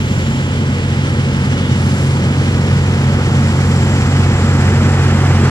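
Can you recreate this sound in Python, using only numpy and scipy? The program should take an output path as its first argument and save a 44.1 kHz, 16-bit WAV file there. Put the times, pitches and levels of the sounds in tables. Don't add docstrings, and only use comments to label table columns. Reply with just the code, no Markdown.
import sys
import numpy as np
from scipy import signal
from scipy.fft import rfft, irfft, next_fast_len
from scipy.io import wavfile
from scipy.ndimage import uniform_filter1d, minimum_filter1d, map_coordinates

SR = 44100
rng = np.random.default_rng(int(sys.argv[2]) if len(sys.argv) > 2 else 0)


def file_out(sig):
    cols = np.atleast_2d(sig).T
    lim = np.clip(cols, -1, 1)
    pcm = np.round(lim * 32767).astype(np.int16)
    wavfile.write(sys.argv[1], SR, pcm)


N = 242550
T = np.arange(N) / SR
FFT_SIZE = next_fast_len(N + SR // 10, True)
BIN_HZ = np.maximum(np.fft.rfftfreq(FFT_SIZE, 1 / SR), 1)

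CYCLE_HZ = 15.155
SPEED_M_PER_S, TRACK_DISTANCE_M = 4.93, 22.5
PASS_S = 7.24

# closest_level_db, growth_db_per_db (of nearness)
SIXTH_FADER, NINTH_FADER = (-12.9, 1.8), (-15.5, 0.87)
EXHAUST_FADER, CLATTER_FADER = (-16.5, 0.31), (-25, 1.41)
GEAR_FADER, WHEEL_FADER = (-0.7, 0.52), (-28, 5.3)
RASP_FADER, EDGE_FADER = (-27.5, 0.036), (-28.5, 1)
LOWER_WHISTLE_FADER = (-40.5, 0.9)

# order, level_db
WEAK_ORDERS = [(2, -34), (3, -22.5), (4, -20), (5, -21), (12, -25.5), (15, -13.5)]
# frequency_hz, gain_db
EXHAUST_EQ = [(15, -40), (33, -23), (50, -11), (80, -7), (115, 1), (155, -3.5), (190, -1.5), (228, -1.5),
              (255, -5.5), (320, -12.5), (490, -15.5), (570, -16), (680, -31), (1500, -60.5)]
# frequency_hz, gain_db
CLATTER_EQ = [(40, -40), (250, -14), (450, -11.5), (640, -1.5), (850, 2.5), (1050, 0), (1350, 0.5),
              (1900, -4), (2500, -12.5), (3500, -33), (8000, -54)]
# pitch_hz, level_db
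GEAR_TONES = [(334.5, -40.5), (364.5, -35.5), (478, -37), (880, -41), (1011, -45.5), (1231, -45),
              (1335, -42.5), (1534, -44.5), (2022, -43)]
# frequency_hz, gain_db
GRINDING_EQ = [(700, -12), (1600, 5.5), (2400, 7.5), (3100, 5.5), (3700, 1), (5000, 1.5), (6300, -0.5),
               (7000, -3.5), (8300, -5), (9700, -12.5), (10600, -15.5), (11500, -19.5), (12500, -20),
               (13500, -33), (15700, -42)]
# start_s, end_s, hiss_boost_db, lower_whistle_boost_db
STONE_BITES = [(-.3, .65, 0.6, 0), (1.65, 2.25, 2.0, 4.5), (3.2, 4.3, 2.0, 2.5), (4.2, 5.05, 1, 2)]
# start_s, end_s, pitch_hz, width_hz, level_db
STONE_SQUEALS = [(-.5, .75, 6200, 600, -47), (-.35, .55, 13700, 1800, -55), (-.05, .6, 7160, 75, -40.5),
                 (.0, .85, 3120, 260, -42), (.05, .55, 15190, 20, -64), (1.4, 1.85, 2910, 40, -39),
                 (1.52, 1.78, 3320, 390, -36), (1.75, 2.22, 12500, 2000, -56), (1.8, 2.2, 15195, 12, -66),
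                 (1.9, 2.22, 8750, 400, -48), (3.75, 4.0, 3100, 260, -39)]
# pitch_hz, width_hz, level_db
WHEEL_MODES = [(353, 60, 1.5), (460, 48, -3.5), (740, 85, -4), (1310, 310, -2.5), (1840, 250, -5)]
# frequency_hz, power_share
DIRECT_SHARE = [(60, 1), (250, 0.99), (700, 1), (1400, 0.9), (2000, 0.66), (2600, 0.94), (3500, 0.47),
                (5000, 0.47), (6800, 0.19), (7400, 0.59), (8200, 0.29), (10600, 0.42), (13000, 0.092)]
# frequency_hz, left_minus_right_db
HOUSING_EQ = [(250, -0.5), (550, 0.7), (800, -2), (1400, 0), (2200, -3), (3100, -3.5), (3900, 1),
              (5200, -3), (6600, 6.6), (7400, 6.5), (8800, -4), (10600, 6), (12400, -1), (13500, 0.5),
              (14800, -1.9)]


def exhaust_drone(cycles, waver_db):
    sixth_db = approach_db(SIXTH_FADER)
    ninth_db = approach_db(NINTH_FADER) + waver_db * drift(2)
    hum = from_db(sixth_db) * np.sin(2 * np.pi * 6 * cycles)
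    hum += from_db(ninth_db) * np.sin(2 * np.pi * (9 * cycles + rng.random()))
    for order, level_db in WEAK_ORDERS:
        gain = from_db(sixth_db + level_db + waver_db * drift(0.72))
        hum += gain * np.sin(2 * np.pi * (round(order) * cycles + rng.random()))
    return np.sqrt(2) * hum


def exhaust_rumble(cycles, puff_depth, swell_db):
    puffs = 1 + puff_depth * np.cos(2 * np.pi * 3 * cycles)
    level_db = approach_db(EXHAUST_FADER) + swell_db * swell(start_s=1.36, end_s=4.8)
    return from_db(level_db) * equalise(path_noise() * puffs, EXHAUST_EQ)


def engine_clatter(cycles, clatter_share):
    loop_samples = int(SR / CYCLE_HZ)
    playhead = (cycles % 1 * loop_samples).astype(int)
    clatter = np.sqrt(clatter_share) * rng.standard_normal((3, loop_samples))[:, playhead]
    fans = np.sqrt(1 - clatter_share) * path_noise()
    return from_db(approach_db(CLATTER_FADER)) * equalise(clatter + fans, CLATTER_EQ)


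def gear_whine(wander_hz, fade_db):
    whine = np.zeros(N)
    for pitch_hz, level_db in GEAR_TONES:
        turns = np.cumsum(pitch_hz + wander_hz * drift(4.63)) / SR + rng.random()
        fading = from_db(fade_db * drift(1))
        whine += from_db(level_db) * unit_rms(fading * np.sin(2 * np.pi * turns))
    return from_db(approach_db(GEAR_FADER)) * whine


def grinding_hiss(bite_db, crossover_hz, flutter_db):
    hiss = equalise(path_noise(), GRINDING_EQ)
    rasp = filtered(hiss, 1 / (1 + (BIN_HZ / crossover_hz) ** 8))
    edge = hiss - rasp
    blend = from_db(approach_db(RASP_FADER)) * rasp + from_db(approach_db(EDGE_FADER) + bite_db) * edge
    return blend * from_db(flutter_db * drift(22))


def grinder_whistles(bite_db, lower_boost_db):
    lower_db = approach_db(LOWER_WHISTLE_FADER) + lower_boost_db
    upper_db = -54 + 2.6 * bite_db
    lower = from_db(lower_db) * ringing(pitch_hz=7440, width_hz=86)
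    upper = from_db(upper_db) * ringing(pitch_hz=10660, width_hz=210)
    return lower + upper


def stone_squeals():
    return sum(from_db(level_db) * swell(start_s, end_s) * ringing(pitch_hz, width_hz)
               for start_s, end_s, pitch_hz, width_hz, level_db in STONE_SQUEALS)


def wheel_ring():
    modes = sum(from_db(level_db) * ringing(pitch_hz, width_hz)
                for pitch_hz, width_hz, level_db in WHEEL_MODES)
    return from_db(approach_db(WHEEL_FADER)) * modes


def microphones(noises, tones, far_left_lead_ms):
    share = np.clip(curve(DIRECT_SHARE), 0, 1)
    direct = filtered(noises[0], np.sqrt(share)) + tones
    scattered = filtered(noises[1:], np.sqrt(1 - share))
    _, leftward = train_position()
    lag_samples = far_left_lead_ms * leftward * SR / 1000
    delayed = map_coordinates(direct, [np.arange(N) - lag_samples], order=3, mode="mirror")
    housing = from_db(curve(HOUSING_EQ) * np.array([[.5], [-.5]]))
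    housing /= np.sqrt(np.mean(housing ** 2, axis=0))
    return filtered(np.array([direct, delayed]) + scattered, housing)


def train_position():
    along_m = SPEED_M_PER_S * (PASS_S - T)
    distance_m = np.hypot(along_m, TRACK_DISTANCE_M)
    return distance_m, along_m / distance_m


def approach_db(fader):
    closest_level_db, growth = fader
    distance_m, _ = train_position()
    return closest_level_db + growth * 20 * np.log10(distance_m.min() / distance_m)


def path_noise():
    return rng.standard_normal((3, N))


def ringing(pitch_hz, width_hz):
    return unit_rms(filtered(path_noise(), 1 / (1 + ((BIN_HZ - pitch_hz) / width_hz) ** 2)))


def swell(start_s, end_s):
    return np.sin(np.pi * np.clip((T - start_s) / (end_s - start_s), 0, 1))


def drift(rate_hz):
    hop, run_in = 50, 1000
    pole = np.exp(-2 * np.pi * rate_hz * hop / SR)
    steps = rng.standard_normal(N // hop + run_in + 2)
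    slow = signal.lfilter([1], [1, -2 * pole, pole ** 2], steps)[run_in:]
    return np.interp(np.arange(N) / hop, np.arange(len(slow)), unit_rms(slow))


def equalise(sound, eq):
    return unit_rms(filtered(sound, from_db(curve(eq))))


def curve(points):
    frequency_hz, value = np.transpose(points)
    return np.interp(np.log(BIN_HZ), np.log(frequency_hz), value)


def filtered(sound, gain):
    return irfft(rfft(sound, FFT_SIZE) * gain, FFT_SIZE)[..., :N]


def from_db(db):
    return 10 ** (np.asarray(db) / 20)


def unit_rms(sound):
    return sound / np.sqrt(np.mean(sound ** 2) + 1e-20)


def scene():
    cycles = np.cumsum(CYCLE_HZ * (1 + 0.000835 * drift(2.6))) / SR
    bite_db, lower_boost_db = sum(np.outer(boosts_db, swell(start_s, end_s))
                                  for start_s, end_s, *boosts_db in STONE_BITES)
    tones = exhaust_drone(cycles, waver_db=0.5)
    tones += gear_whine(wander_hz=1.17, fade_db=2.0)
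    noises = exhaust_rumble(cycles, puff_depth=0.2, swell_db=1.23)
    noises += engine_clatter(cycles, clatter_share=0.22)
    noises += wheel_ring()
    noises += grinding_hiss(bite_db, crossover_hz=4040, flutter_db=0.83)
    noises += grinder_whistles(bite_db, lower_boost_db)
    noises += stone_squeals()
    return microphones(noises, tones, far_left_lead_ms=0.26)


def record(dry):
    allowed_gain = np.minimum(1, .95 / (np.abs(dry).max(axis=0) + 1e-9))
    limiter = uniform_filter1d(minimum_filter1d(allowed_gain, size=441), size=441)
    fades = signal.windows.tukey(N, .001)
    high_cut = signal.ellip(12, .1, 80, 15650, fs=SR, output="sos")
    return signal.sosfilt(high_cut, dry * limiter * fades)


dry = scene()
out = record(dry)
file_out(out)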